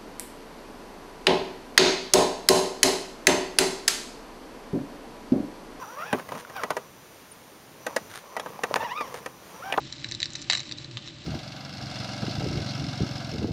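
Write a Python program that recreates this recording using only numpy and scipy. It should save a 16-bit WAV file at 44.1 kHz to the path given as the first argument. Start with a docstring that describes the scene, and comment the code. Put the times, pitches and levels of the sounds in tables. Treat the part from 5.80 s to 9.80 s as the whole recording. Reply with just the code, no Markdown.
"""Outdoors, a radio-controlled crawler climbs over logs close to the microphone.
Its meshing gears whirr in short bursts of throttle and its speed controller whines. Impacts on the
wood ring the chassis; wood and plastic snap, tyres scrub and rumble, dry litter rustles.
It rests for a second over a quiet hush, with one faint squeak, then climbs on:
a small metal part clinks, and at the end a tyre judders by stick-slip friction."""
import sys
import numpy as np
from scipy import signal
from scipy.fft import rfft, irfft
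from scipy.io import wavfile
from scipy.ndimage import uniform_filter1d

SR = 44100
rng = np.random.default_rng(int(sys.argv[2]) if len(sys.argv) > 2 else 0)


def log_audio(samples):
    """Write samples as a 16-bit WAV file to the path given in sys.argv[1]."""
    # one column per channel
    frames = np.atleast_2d(samples).T
    # limit to full scale, then quantise
    limited = np.clip(frames, -1, 1)
    pcm = np.round(limited * 32767).astype(np.int16)
    wavfile.write(sys.argv[1], SR, pcm)


N = 176400


def undb(db):
    """Decibels to amplitude ratio."""
    return 10 ** (np.asarray(db) / 20)


def unit(x):
    """Normalisation to rms 1."""
    return x / np.sqrt(np.mean(x ** 2) + 1e-20)


def colour(x, points):
    """Spectral shaping by a curve of (Hz, dB) points."""
    hz, db = np.array(points).T
    f = np.maximum(np.fft.rfftfreq(len(x), 1 / SR), 1)
    return irfft(rfft(x) * undb(np.interp(np.log(f), np.log(hz), db)), len(x))


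def band(x, lo_hz, hi_hz):
    """Causal band-pass filtering."""
    return signal.sosfilt(signal.butter(2, [lo_hz, hi_hz], "band", fs=SR, output="sos"), x)


def walk(per_s):
    """Smoothed random steps: a slow wander of rms 1."""
    hold = max(int(SR / per_s), 1)
    steps = np.repeat(rng.standard_normal(N // hold + 1), hold)
    return unit(uniform_filter1d(uniform_filter1d(steps, hold), hold)[:N])


def fade(t, t60):
    """Exponential decay, by 60 dB in t60 seconds."""
    return np.exp(-np.log(1000) * t / t60)


def add(out, start_s, x):
    """Superposition of a short sound at its start time."""
    i = int(start_s * SR)
    out[i:i + len(x)] += x[:max(N - i, 0)]


def grains(per_s, spread_db):
    """Shot noise: random clicks of uneven size."""
    size = undb(spread_db * np.minimum(rng.exponential(size=N), 4))
    return unit((rng.random(N) < per_s / SR) * size * rng.choice([-1, 1], N))


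# One list per burst of throttle. Each row: time in seconds, mesh frequency in Hz, relative level in dB.
THROTTLE_BURSTS = [
    [(0, 537.6, -44), (.03, 495.3, -37), (.062, 382.3, -46), (.11, 478, -43.5), (.15, 504, -46),
     (.22, 649, -33.5), (.255, 767, -40), (.282, 873, -37.5), (.325, 785, -36)],
    [(.745, 785.5, -45.5), (.765, 800, -33), (.79, 736, -38.5), (.825, 528, -37)],
    [(2.995, 845.6, -40), (3.012, 915, -29.5), (3.03, 880, -34), (3.053, 977, -32.5), (3.088, 791.4, -39),
     (3.118, 978.5, -29), (3.145, 1091, -41), (3.177, 1244, -31.5), (3.22, 1179, -34), (3.28, 874, -48)],
    [(3.75, 424, -50), (3.785, 462.4, -57), (3.815, 594.6, -46), (3.847, 764, -41), (3.915, 798, -38.5)],
]
# Each row, one per burst: lift of the fundamental in dB, gain of the tooth rattle in dB.
BURST_TONE = [(-2, -12), (0.5, -8), (1.5, -19), (9, -9)]
# Each entry: relative level of a mesh harmonic in dB, from the fundamental up.
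MESH_HARMONICS_DB = [0, 1, -4, -7.5, -14, -19]
# Gearbox response. Each row: frequency in Hz, gain in dB.
GEARBOX_RESPONSE = [(300, -30), (560, 1), (700, -2), (950, 3), (1350, 7), (1620, 0), (1900, -2),
                    (2150, -7.5), (2520, -1), (3200, -5.5), (3700, -5), (4300, -17.5), (4800, -3),
                    (5200, -18), (8000, -13)]
# Each entry: offset of a sideband from the switching tone, in multiples of the rotor's speed.
BUZZ_ORDERS = [-4, -3, -2, -1, 1]
PINION_TEETH, WOBBLE_RAD, TOOTH_SCATTER_RAD = 7, .19, .09
GEAR_DB, GEAR_ROUGHNESS, GEAR_JITTER, GEAR_FADE_S = -4, .43, .009, .015
SWITCHING_HZ, BUZZ_DB = 5912, -56


def geared_motor(t):
    """Gear-mesh harmonics, phase-modulated by a wobbling pinion; teeth rattle and the windings buzz."""
    out = np.zeros(N)
    box_hz, box_db = np.array(GEARBOX_RESPONSE).T
    switching = 2 * np.pi * SWITCHING_HZ * t
    for burst, (lift_db, teeth_db) in zip(THROTTLE_BURSTS, BURST_TONE):
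        times, hz, db = np.array(burst).T
        pitch = np.interp(t, times, hz) * (1 + GEAR_JITTER * walk(250))
        phase = 2 * np.pi * np.cumsum(pitch) / SR
        phase += TOOTH_SCATTER_RAD * walk(900)  # uneven teeth blur the high harmonics
        rotor = phase / PINION_TEETH
        wobble = WOBBLE_RAD * (np.sin(rotor) + walk(40) * np.sin(2 * rotor) / 2)
        mesh = np.zeros(N)
        for k, harmonic_db in enumerate(MESH_HARMONICS_DB, 1):
            response_db = np.interp(np.log(k * pitch), np.log(box_hz), box_db)
            gain = undb(harmonic_db + lift_db * (k == 1) + response_db)
            mesh += gain * (1 + GEAR_ROUGHNESS * walk(300)) * np.sin(k * (phase + wobble))
        contacts = rng.standard_normal(N) * (1 + np.cos(phase)) * undb(2.3 * walk(250))
        teeth = unit(colour(contacts, GEARBOX_RESPONSE))
        gears = undb(np.interp(t, times, db)) * (undb(GEAR_DB) * mesh + undb(teeth_db) * teeth)
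        buzz = unit(sum((1 + walk(60) / 2) * np.sin(switching + k * rotor) for k in BUZZ_ORDERS))
        outside_burst_s = np.maximum(times[0] - t, 0) + np.maximum(t - times[-1], 0)
        out += np.exp(-outside_burst_s / GEAR_FADE_S) * (gears + undb(BUZZ_DB) * buzz)
    return out


# Tyres on bark. Each row: time in seconds, relative levels of the scrub and of the rumble in dB.
TYRE_LEVELS = [(0, -46, -56.5), (.3, -40, -56.5), (.36, -29.5, -46), (0.45, -44.5, -52),
               (.55, -34.5, -47.5), (.64, -45, -60), (.78, -39.5, -53.5), (.98, -42.5, -57),
               (1.12, -58, -59), (1.95, -55.5, -61.5), (2.11, -35, -56), (2.22, -53, -53.5),
               (2.52, -43, -69), (2.7, -40, -50), (2.8, -42.5, -56), (3.0, -31.5, -47), (3.15, -40, -58.5),
               (3.31, -36.5, -51.5), (3.42, -44.5, -53.5), (3.58, -52.5, -61), (3.8, -45.5, -59),
               (4, -34.5, -49.5)]
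# Spectra of the scrub and the rumble. Each row: frequency in Hz, gain in dB.
SCRUB_SPECTRUM = [(300, -20.5), (480, 5.5), (750, -2.5), (1050, 5.5), (1500, -10.5), (2200, -10.5),
                  (3500, -20.5), (7000, -19.5), (15000, -29.5)]
RUMBLE_SPECTRUM = [(40, -20), (100, 3.5), (170, 7.5), (300, 2.5), (420, -6), (800, -20)]
SCRUB_GAIN_DB, RUMBLE_GAIN_DB = -5, 1.5


def tyres(t):
    """Rolling and friction noise: tread blocks patter and scrub on bark, and the soft tyres rumble."""
    times, scrub_db, rumble_db = np.array(TYRE_LEVELS).T
    tread = grains(per_s=500, spread_db=1.5) + .46 * rng.standard_normal(N)
    scrub = unit(colour(tread, SCRUB_SPECTRUM))
    scrub *= undb(np.interp(t, times, scrub_db) + SCRUB_GAIN_DB)
    rumble = unit(colour(rng.standard_normal(N), RUMBLE_SPECTRUM))
    rumble *= undb(np.interp(t, times, rumble_db) + RUMBLE_GAIN_DB)
    return scrub + rumble


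# Spectrum of the background. Each row: frequency in Hz, gain in dB.
HUSH_SPECTRUM = [(15, -50), (25, -14.5), (331, -3.5), (509, -4.5), (741, -7), (945, -7.5), (4260, -17),
                 (5730, -17), (7910, -14), (9300, -17), (15500, -23.5)]
HUSH_DB = -50


def hush():
    """Broadband noise floor: nearly steady outdoor air and microphone hiss."""
    return undb(HUSH_DB + .92 * walk(6.87)) * unit(colour(rng.standard_normal(N), HUSH_SPECTRUM))


# Chassis and wheels strike the logs.
# Each row: start in seconds, then relative levels in dB of four parts: body, thump, clack and crack.
KNOCKS = [(0.327, -7.5, -21.5, -24, -34.5), (0.393, -25, -46, -38, -48), (0.487, -27.5, -60, -40.5, -47),
          (0.518, -18.5, -42, -38.5, -45), (0.55, -24, -39, -42, -48), (0.696, -32, -49, -43.5, -50),
          (0.833, -13.5, -37.5, -27, -34.5), (0.903, -10.5, -36, -27.5, -32.5),
          (0.966, -14.5, -43.5, -30, -36), (2.064, -15, -36.5, -27, -33),
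          (2.162, -10.5, -38.5, -23.5, -26.5), (2.565, -15.5, -42.5, -29.5, -38.5),
          (2.595, -19.5, -49, -32.5, -38.5), (2.659, -20.5, -51, -41.5, -50),
          (2.834, -11.5, -38.5, -23, -30), (2.957, -10, -42.5, -23.5, -29.5), (3.027, -20, -42, -40, -53),
          (3.207, -17, -41.5, -33, -43), (3.34, -22, -57, -38, -41.5), (3.459, -20, -46, -32.5, -39),
          (3.923, -16.5, -49, -28.5, -36.5), (3.937, -18, -41, -29.5, -55)]
# Each row, one per part: lower and upper band edge in Hz.
KNOCK_BANDS = [(425, 1180), (210, 530), (1428, 2530), (3850, 9060)]
# Each row, one per part: gain in dB, t60 of the rattle in seconds, rattle against modes in dB.
KNOCK_PARTS = [(-12, 0.068, -2), (0.5, 0.092, 0), (-0.5, .03, -8), (-3, 0.027, 9)]
# Modes of chassis and shell. Each row: frequency in Hz, relative level in dB, t60 in seconds.
SHELL_MODES = [(240, -11, 0.14), (300, -8, 0.094), (423, -7.5, 0.098), (495, 1.5, 0.048), (619, -2, 0.061),
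               (770, -4, 0.022), (956, -1.5, 0.037), (1243, 0, 0.063), (1537, 5.5, 0.053),
               (1730, 11, 0.031), (1900, 3.5, 0.054), (2320, -12.5, 0.027)]
KNOCK_RISE_S, KNOCK_LAG_S, KNOCK_SPAN_S = .0013, .0006, .019
MODE_SCATTER_DB, MODE_DETUNE, TAIL_DB, TAIL_T60_S = 3.5, .019, -29.5, .26


def knocks(t):
    """Modal ringing: each blow excites the shell and shakes loose parts, coloured by where it lands."""
    out, age = np.zeros(N), t[:N // 12]
    hz, db, t60 = np.array(SHELL_MODES).T[:, :, None]
    rise = 1 - np.exp(-age / KNOCK_RISE_S)
    span_gain = np.sqrt(KNOCK_SPAN_S / age[-1])  # gives the energy of rms 1 held for the span
    for start, *levels in KNOCKS:
        size, detune = rng.standard_normal((2, len(SHELL_MODES), 1))
        strength = rng.choice([-1, 1], size.shape) * undb(db + MODE_SCATTER_DB * size)
        mode_hz = hz * (1 + MODE_DETUNE * detune)
        ring = np.sum(strength * fade(age, t60) * np.sin(2 * np.pi * mode_hz * age), axis=0)
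        noise = rng.standard_normal(len(age))
        for edges, level_db, (gain_db, rattle_t60, rattle_db) in zip(KNOCK_BANDS, levels, KNOCK_PARTS):
            rattle = noise * (fade(age, rattle_t60) + undb(TAIL_DB) * fade(age, TAIL_T60_S))
            part = unit(band(rise * ring, *edges)) + undb(rattle_db) * unit(band(rise * rattle, *edges))
            add(out, start + KNOCK_LAG_S, unit(part) * span_gain * undb(level_db + gain_db))
    return out


# Dry snaps and thuds. Each row: start in seconds, relative level in dB, pitch in Hz, t60 in seconds,
# click against ring in dB.
SNAPS = [(0.3292, -15, 1270, 0.0054, 0), (0.65, -29.5, 1440, .016, -5), (2.704, -31, 460, .03, -15),
         (2.7919, -24.5, 790, 0.017, -7), (2.911, -15, 580, 0.017, -32), (2.9417, -6.5, 1050, 0.0074, 5),
         (3.924, -16.5, 2480, 0.024, -8), (3.9243, -17.5, 2830, 0.02, -16)]
CLICK_HZ, CLICK_T60_S, CLICK_CRACK_DB = 3830, .00076, -16.5


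def snaps(t):
    """Heavily damped vibration: contacts of wood and plastic ring briefly under a sharp click."""
    out, age = np.zeros(N), t[:N // 80]
    for start, db, hz, t60, click_db in SNAPS:
        crack = unit(band(rng.standard_normal(len(age)), 3100, 14000)) * fade(age, t60=.004)
        pulse = np.sin(2 * np.pi * CLICK_HZ * age) * fade(age, CLICK_T60_S)
        click = undb(CLICK_CRACK_DB) * crack - pulse
        ring = np.sin(2 * np.pi * hz * age) * fade(age, t60)
        add(out, start, undb(db) * (ring + undb(click_db) * click))
    return band(out, 280, 11000)


# Whine of the speed controller. Each row: time in seconds, rms level of the fundamental in dB.
WHINE_LEVELS = [(.52, -72), (.62, -64), (.9, -75), (1.04, -61.5), (1.4, -68.5), (1.95, -74), (2.02, -58.5),
                (2.25, -58.5), (2.95, -63.5), (3.1, -67), (3.55, -63.5), (3.8, -74)]
WHINE_WAVER_HZ, WHINE_FLUTTER_DB, WHINE_OCTAVE_DB = 3, 1.5, -9.5


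def controller(t):
    """Periodic switching: a thin whine and its octave swell and fade, clearest between throttle bursts."""
    times, db = np.array(WHINE_LEVELS).T
    phase = 2 * np.pi * np.cumsum(SWITCHING_HZ + WHINE_WAVER_HZ * walk(50.2)) / SR
    rms = undb(np.interp(t, times, db) + WHINE_FLUTTER_DB * walk(30))
    return np.sqrt(2) * rms * (np.sin(phase) + undb(WHINE_OCTAVE_DB) * np.sin(2 * phase))


# Swells of rustling. Each row: centre in seconds, half length in seconds, level in dB.
RUSTLES = [(0.59, 0.028, -45), (2.308, 0.0078, -42), (2.36, 0.033, -39), (3.364, 0.03, -43.5)]
# Spectrum of the crackle. Each row: frequency in Hz, gain in dB.
LITTER_SPECTRUM = [(600, -3.5), (1600, 9), (2600, -1.5), (3700, 1), (5000, -5.5), (9000, -0.5),
                   (15000, -18)]


def litter(t):
    """Shot noise: dry litter crushed under the tyres gives short swells of fine crackle."""
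    swell = sum(undb(db) * np.exp(-((t - centre) / half) ** 2) for centre, half, db in RUSTLES)
    return swell * unit(colour(grains(per_s=900, spread_db=3.5), LITTER_SPECTRUM))


# A faint high squeak. Its row: centre in seconds, half length in seconds, pitch in Hz,
# glide as a share of the pitch per second, relative level in dB.
SQUEAK = [(1.521, 0.018, 9450, -2, -47)]


def squeak(t):
    """A bird chirps: a thin, scratchy high tone that breaks up as it comes and goes."""
    waver = 1 + .035 * walk(1200)
    grip = np.abs(walk(150))
    out = np.zeros(N)
    for centre, half, hz, glide, db in SQUEAK:
        pitch = hz * waver * (1 + glide * np.clip(t - centre, -2 * half, 2 * half))
        swell = undb(db) * np.exp(-((t - centre) / half) ** 2)
        out += swell * np.sin(2 * np.pi * np.cumsum(pitch) / SR)
    return grip * out


# Modes of a small metal part. Each row: frequency in Hz, level in dB.
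CLINK_MODES = [(3359, -34), (3725, -39), (5453, -39), (10490, -41)]
CLINK_START_S, CLINK_T60_S = 2.598, .042


def clink(t):
    """Free vibration: a jolted metal part rings briefly in its inharmonic modes."""
    out, age = np.zeros(N), t[:N // 40]
    ring = sum(undb(db) * np.sin(2 * np.pi * hz * age) for hz, db in CLINK_MODES)
    add(out, CLINK_START_S, fade(age, CLINK_T60_S) * ring)
    return out


JUDDER_START_S, JUDDER_RISE_S, JUDDER_LENGTH_S = 3.976, .0026, .0092
SLIP_HZ, JUDDER_DB, TICK_DB = 874, -15.5, -27


def judder(t):
    """Stick-slip friction: a tyre catches on the wood with a tick, judders a moment and rings out."""
    out, age = np.zeros(N), t[:N // 40]
    phase = 2 * np.pi * np.cumsum(SLIP_HZ * (1 + .13 * walk(700)[:len(age)])) / SR
    grip = np.minimum(age / JUDDER_RISE_S, 1) * fade(np.maximum(age - JUDDER_LENGTH_S, 0), t60=.035)
    slips = np.sin(phase) * (1 + .89 * np.cos(phase / 2))  # modulated at half the slip rate
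    tick = unit(band(rng.standard_normal(len(age)), 1200, 4200)) * fade(age, t60=.024)
    add(out, JUDDER_START_S, undb(JUDDER_DB) * grip * slips + undb(TICK_DB) * tick)
    return out


def scene():
    """Superposition of the crawler and its surroundings, in mono."""
    t = np.arange(N) / SR
    mix = (geared_motor(t) + tyres(t) + hush() + knocks(t) + snaps(t)
           + controller(t) + litter(t) + squeak(t) + clink(t) + judder(t))
    return mix[None]


# Notches of the recorder's filter. Each row: centre in Hz, width in Hz.
RECORDER_NOTCHES = [(7900, 2030), (10960, 670)]
CUTOFF_HZ = 15600


def record(dry):
    """The recorder: its filter cuts two narrow notches in the treble, with a steep cut at the top."""
    for hz, width_hz in RECORDER_NOTCHES:
        dry = signal.lfilter(*signal.iirnotch(hz, hz / width_hz, fs=SR), dry)
    return signal.sosfilt(signal.ellip(8, .2, 70, CUTOFF_HZ, fs=SR, output="sos"), dry)


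dry = scene()
out = record(dry)
log_audio(out)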